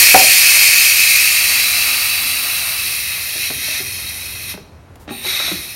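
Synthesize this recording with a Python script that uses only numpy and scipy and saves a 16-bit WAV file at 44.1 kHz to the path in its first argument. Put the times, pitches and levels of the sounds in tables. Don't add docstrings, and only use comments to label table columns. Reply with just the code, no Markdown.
import sys
import numpy as np
from scipy import signal
from scipy.fft import rfft, irfft, next_fast_len
from scipy.io import wavfile
from scipy.ndimage import uniform_filter1d, map_coordinates

SR = 44100
rng = np.random.default_rng(int(sys.argv[2]) if len(sys.argv) > 2 else 0)


def generate_wav(sig):
    pcm = np.round(np.clip(np.atleast_2d(sig).T, -1, 1) * 32767).astype(np.int16)
    wavfile.write(sys.argv[1], SR, pcm)


def linear_from_db(decibels):
    return 10 ** (np.asarray(decibels, float) / 20)


N = 253575


def steam():
    # f/Hz, width/Hz, level/dB
    full = [(2224, 237, -3.5), (2510, 370, 0.0), (3240, 160, -14), (3900, 150, -14), (4390, 660, -6),
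            (5090, 240, -7.5), (5640, 250, -9), (6400, 450, -12), (7000, 180, -10), (7580, 310, -14.5),
            (8170, 200, -11.5), (8820, 300, -10), (9450, 420, -8), (11000, 200, -10), (11560, 350, -9),
            (12770, 800, -11), (15200, 900, -22.5)]
    half = [(1266, 320, -15), (2227, 460, -3.5), (2662, 304, 2), (3375, 110, -7), (4034, 190, 2.5),
            (4576, 290, -0.5), (5300, 410, -6), (6030, 100, -8.5), (6830, 150, -16), (8650, 230, -10.5),
            (9500, 980, -10.5), (11200, 440, -10), (12150, 400, -10.5), (13000, 570, -11),
            (15300, 600, -16)]
    weak = [(2126, 370, -6.5), (2550, 260, -1.5), (3200, 120, -10), (3935, 160, -3), (4290, 320, -4.5),
            (5210, 260, -7), (5770, 270, -6.5), (6570, 220, -12.5), (9100, 300, -9), (9500, 400, -9.5),
            (10020, 250, -8), (10840, 400, -7.5), (11700, 270, -11.5), (12600, 400, -10.5),
            (13260, 460, -9.5)]
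    leak = [(1850, 250, -10), (2570, 550, -1.5), (3800, 390, 1), (4350, 270, -9), (5560, 400, -20),
            (8900, 400, -3), (9600, 400, -6), (11800, 600, -14), (13150, 500, -7), (15100, 800, -14)]
    lifted = [(2070, 180, -22), (2300, 650, -8), (3420, 100, -8), (3846, 320, -1), (4360, 340, -9.5),
              (5050, 200, -17), (5520, 280, -12), (6150, 1100, -18.5), (8800, 200, -14), (9020, 960, -11),
              (11140, 370, -9), (11940, 1700, -8), (13100, 500, -22)]
    # f/Hz, level/dB per Hz
    breath_colour = [(150, -57), (300, -32.5), (480, -19.5), (650, -9.5), (900, -9.5), (1200, -7),
                     (1600, -4), (2200, -27), (4000, -120)]
    breath_lumps_db = 2

    hiss_db, fizz_db, breath_db, lift, pressure = valve()
    shares = [(1 - lift) * np.clip(1 - np.abs(pressure - k), 0, 1) for k in (2, 1, -0.08, -1)]
    shares.append(lift)
    caps = [
        cap(full, shear_db=4.5),
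        cap(half, shear_db=3.5),
        cap(weak, shear_db=1.0),
        cap(leak, shear_db=-2.5),
        cap(lifted, shear_db=-9),
    ]
    upper = lambda f: 1 / (1 + (7600 / (f + 1)) ** 12)
    jet = np.zeros(N)
    for share, gain in zip(shares, caps):
        noise = eddies(patchy_db=1.04)
        hiss = unit(filtered(noise, lambda f: gain(f) * (1 - upper(f))))
        fizz = unit(filtered(noise, lambda f: gain(f) * upper(f)))
        jet += np.sqrt(share) * (hiss + linear_from_db(fizz_db - hiss_db) * fizz)
    sputter = linear_from_db(0.22 * wobble(7) + 0.47 * wobble(60) + 0.3 * wobble(600))
    jet *= linear_from_db(hiss_db - 1.0) * unit(sputter)
    breath = unit(filtered(eddies(patchy_db=-0.8), lambda f: linear_from_db(along(breath_colour, f))))
    return jet + linear_from_db(breath_db + breath_lumps_db * wobble(11)) * breath


def valve():
    # t/s, hiss level/dB
    flow = [(0, -8.5), (.6, -10), (1.37, -14), (1.75, -16), (2.02, -16.5), (2.2, -18.5), (2.88, -21),
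            (3.3, -24.5), (4.15, -28.5), (4.5, -31), (5.75, -33)]
    # t/s, rise/s, hold/s, gain/dB, lift/0-1
    nudges = [
        (3.269, .18, .022, 5, .02),
        (3.56, 0.12, .11, 5.5, 0.13),
        (4.449, .065, .005, 5, 0.6),
        (5.226, .045, 0.22, 12.5, 0.74),
    ]
    # t/s, level/dB
    reopen = [
        (5.067, -47),
        (5.078, -16),
        (5.096, -4.5),
        (5.116, -4.5),
        (5.235, 0.5),
        (5.3, 0),
    ]
    reopen_s = reopen[0][0]
    full_until_s, spent_s = 0.91, 3.71
    settle_s = 0.024
    loose_per_s = 0.033
    shut_s, close_s = 4.52, 0.011
    tail_db, hiss_t60, fizz_t60, residue_db = -8, 0.52, 0.44, -40

    t = np.arange(N) / SR
    gain_db = np.zeros(N)
    lift = loose_per_s * t
    for start, rise, hold, db, raised in nudges:
        settling = max(settle_s * (db / 6) ** 2, .002)
        eased = ramp(start, rise) * np.exp(-np.maximum(t - start - rise - hold, 0) / settling)
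        gain_db += db * eased
        lift += raised * eased

    shut = (t > shut_s) & (t < reopen_s)
    held_db = np.where(shut, gain_db[round(shut_s * SR)], gain_db)
    gap = linear_from_db(curves([(0, -120), (reopen_s - .001, -120), *reopen])[0])
    since = np.maximum(t - shut_s, 0)

    def dying(t60):
        closing = np.exp(-since / close_s)
        tail = linear_from_db(tail_db - 60 * since / t60)
        return (closing + tail) / (1 + linear_from_db(tail_db)) + linear_from_db(residue_db) * (since > 0)

    burst_db = 3 * np.exp(-t / 0.05)
    flow_db = curves(flow)[0] + burst_db
    hiss_db = flow_db + held_db + 20 * np.log10(dying(hiss_t60) + gap)

    late_gap = np.pad(gap, (round(.022 * SR), 0))[:N]
    aim_db = -0.56 - 1.3 * (1 - ramp(2.14 - .1, .2))
    fizz_open = dying(fizz_t60) * linear_from_db(-5 * ramp(shut_s, .1)) + late_gap
    fizz_db = flow_db + burst_db + aim_db + 0.47 * held_db + 20 * np.log10(fizz_open)

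    near_db = 2.8 * (ramp(1.4, .1) - ramp(2.5, .3))
    breath_db = -26 + 0.75 * hiss_db + near_db

    leak = ramp(reopen_s - .1, .1) - ramp(5.2, 0.16)
    pressure = 2 * (1 - ramp(full_until_s, spent_s - full_until_s)) - leak
    return hiss_db, fizz_db, breath_db, np.clip(lift, 0, 1), pressure


def cap(modes, shear_db):
    # f/Hz, level/dB
    shear = [(1000, -57), (1800, -17), (3000, -19), (3600, -24.5), (4900, -23.5), (6000, -17.5),
             (7600, -24.5), (9000, -19), (10400, -22.5), (12000, -18.5), (14000, -20.5), (15700, -21.5)]

    def gain(f):
        power = linear_from_db(shear_db + along(shear, f)) ** 2
        for centre, width, db in modes:
            offset = 2 * (f - centre) / max(width, 130)
            power = power + linear_from_db(db) ** 2 / (1 + offset ** 2) ** 1.716
        return np.sqrt(power)

    return gain


def eddies(patchy_db):
    z = signal.stft(rng.standard_normal(N), nperseg=512)[2]
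    field = uniform_filter1d(rng.standard_normal(z.shape), size=4, axis=0)
    field = uniform_filter1d(field, size=12, axis=1)
    return signal.istft(z * linear_from_db(patchy_db * unit(field)), nperseg=512)[1][:N]


def mirrored(x):
    # extra delay/s, level/dB, wander of the delay/s
    mirrors = [(.0016, -15.5, 0.000027), (.0043, -20.5, 0.000084), (.0078, -18.5, 0.00011),
               (0.0124, -15, 0.00014), (0.02, -20, 0.00031), (.027, -13, 0.00015)]
    out = x.copy()
    for delay, db, drift in mirrors:
        where = np.arange(N) - SR * (delay + drift * wobble(0.819))
        out += linear_from_db(db) * map_coordinates(x, [where], mode="mirror")
    return out


def handle():
    # t/s, peak level/dB
    clack = [
        (0.1446, 3.5),
    ]
    # f/Hz, level/dB, t60/s
    shell = [(89.8, -24.5, 0.092), (180, -18.5, 0.09), (262, -26, 0.17), (450, -12.5, 0.08),
             (555, -14, 0.15), (602, -11.5, 0.18), (648, -22, 0.29), (759, 0, 0.15), (780, -34.5, 0.3),
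             (906, -13, .08)]
    # f/Hz, level/dB
    touches = [(.222, -43, -29, 634, -19), (2.458, -48, -30.5, 1190, -35), (3.354, -33.5, -47, 366, -29.5),
               (3.503, -27, -24, 377, -28), (3.803, -38, -37, 380, -26.5), (3.803, -44, -47, 750, -32.5),
               (4.575, -36, -35, 400, -29), (4.956, -55, -44, 740, -43), (5.078, -32.5, -31.5, 409, -30),
               (5.092, -39, -31, 1850, -33), (5.107, -32.5, -35, 244, -26), (5.108, -47, -32, 375, -22),
               (5.112, -42, -47, 777, -28), (5.248, -41, -28.5, 847, -30), (5.33, -48, -37, 585, -43),
               (5.400, -39, -24, 1340, -32), (5.44, -34, -29.5, 298, -33), (5.480, -37, -28, 686, -31),
               (5.515, -30.5, -28, 364, -23)]
    pushes = [
        (3.682, -36.5, -38, 612, -35),
        (4.540, -35, -34.5, 180, -35.5),
        (5.259, -44, -38, 374.6, -29),
        (5.521, -36, -40, 175.6, -26),
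    ]
    # f/Hz, level/dB, t60/s
    lid = [(173, -2.5, 0.15), (277, 3, 0.093), (462, -2, 0.081), (625, 3.5, 0.053), (794, 2, 0.028)]
    # t/s, level/dB, length/s
    ticks = [
        (4.956, -45.5, 0.006),
        (4.999, -50, 0.05),
    ]
    touch_t60, push_t60 = 0.11, .3

    x = np.zeros(N + SR)
    for s, db in clack:
        knock = ring(shell, crack_db=6.5, rise=0.0015, rough=0.43)
        x[round(s * SR):][:SR // 2] += linear_from_db(db - 0.5) * knock
    contacts = [(*row, touch_t60) for row in touches] + [(*row, push_t60) for row in pushes]
    for s, thud_db, snap_db, *sings in sorted(contacts):
        modes = [(hz * rng.normal(1, 0.045), thud_db + db + rng.normal(0, 1.0), t60) for hz, db, t60 in lid]
        knock = ring(modes + [sings], snap_db + 9.5, rise=0.0016, rough=0.87)
        x[round(s * SR):][:SR // 2] += knock
    t = np.arange(SR // 10) / SR
    for s, db, length in ticks:
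        scrape = linear_from_db(db - 6.5 * (t / length) ** 4) * rng.standard_normal(len(t))
        x[round(s * SR):][:len(t)] += scrape
    return x[:N]


def ring(modes, crack_db, rise, rough):
    t = np.arange(SR // 2) / SR
    tones = np.zeros(len(t))
    for hz, db, t60 in modes:
        wander = rough * wobble(45, size=len(t))
        decay = linear_from_db(db - 60 * t / max(t60, .02) + 2.6 * wander)
        tones += decay * np.sin(2 * np.pi * hz * t + wander)
    band = signal.butter(2, [250, 2300], "band", fs=SR, output="sos")
    click = 0.91 * (t < .0002)
    blow = rng.standard_normal(len(t)) * linear_from_db(-60 * t / 0.052) + click
    return tones * (1 - np.exp(-t / rise)) + linear_from_db(crack_db) * signal.sosfilt(band, blow)


def kitchen(x):
    # f/Hz, t60/s
    tiles = [(200, 0.59), (2000, 0.22), (10000, 0.14)]
    hz, t, z = signal.stft(rng.standard_normal(SR // 2), SR, nperseg=256)
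    fading = linear_from_db(-60 * t / along(tiles, hz)[:, None])
    tail = signal.istft(z * fading, SR, nperseg=256)[1]
    late = np.pad(x, (300, 0))
    return signal.fftconvolve(late, tail / np.linalg.norm(tail))[:N]


def background():
    # f/Hz, level/dB per Hz
    rumble_colour = [(15, -48.5), (30, -15), (55, -9), (75, 1), (100, -4.5), (130, -7), (170, -12.5),
                     (260, -16), (600, -22), (1100, -25), (2000, -34), (4500, -45), (12000, -50.5),
                     (15500, -59)]
    t = np.arange(N) / SR
    noise = filtered(eddies(patchy_db=0.9), lambda f: linear_from_db(along(rumble_colour, f)))
    low = filtered(noise, lambda f: 1 / (1 + (f / 400) ** 2))
    lull_db = -2 * np.exp(-((t - 1.3) / 0.8) ** 2)
    low_gain = linear_from_db(-41.5 + .5 * wobble(1.5) + lull_db)
    rumble = (low_gain * low + linear_from_db(-38.5) * (noise - low)) / np.std(noise)
    running = ramp(1.3, .15) - ramp(2.4, .12)
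    drone = linear_from_db(-47.5 + 2.5 * wobble(12)) * np.sin(2 * np.pi * 265 * t)
    return rumble + running * drone


def unit(x):
    return x / np.sqrt(np.mean(x ** 2) + 1e-20)


def along(points, hz):
    f, v = np.transpose(points)
    return np.interp(np.log(hz + 1), np.log(f + 1), v)


def curves(rows):
    s, *cols = np.transpose(rows)
    return [np.interp(np.arange(N) / SR, s, c) for c in cols]


def ramp(start, length):
    return np.clip((np.arange(N) / SR - start) / max(length, .001), 0, 1)


def wobble(rate, size=N):
    knots = rng.standard_normal(int(size * rate / SR) + 4)
    return map_coordinates(knots, [np.arange(size) * rate / SR])


def filtered(x, response):
    m = next_fast_len(N + SR // 2)
    return irfft(rfft(x, m) * response(np.fft.rfftfreq(m, 1 / SR)), m)[:N]


def scene():
    knocks = handle()
    heard = mirrored(steam()) + knocks + linear_from_db(-10) * kitchen(knocks) + background()
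    return np.tile(heard, (2, 1))


def top_cut(x):
    return signal.sosfilt(signal.butter(12, 15810, fs=SR, output="sos"), x)


def record(dry):
    clipped = dry / (1 + np.abs(dry / 1.04) ** 8) ** (1 / 8)
    limited = np.array([filtered(channel, lambda f: f < 15800) for channel in clipped])
    return top_cut(limited)


dry = scene()
out = record(dry)
generate_wav(out)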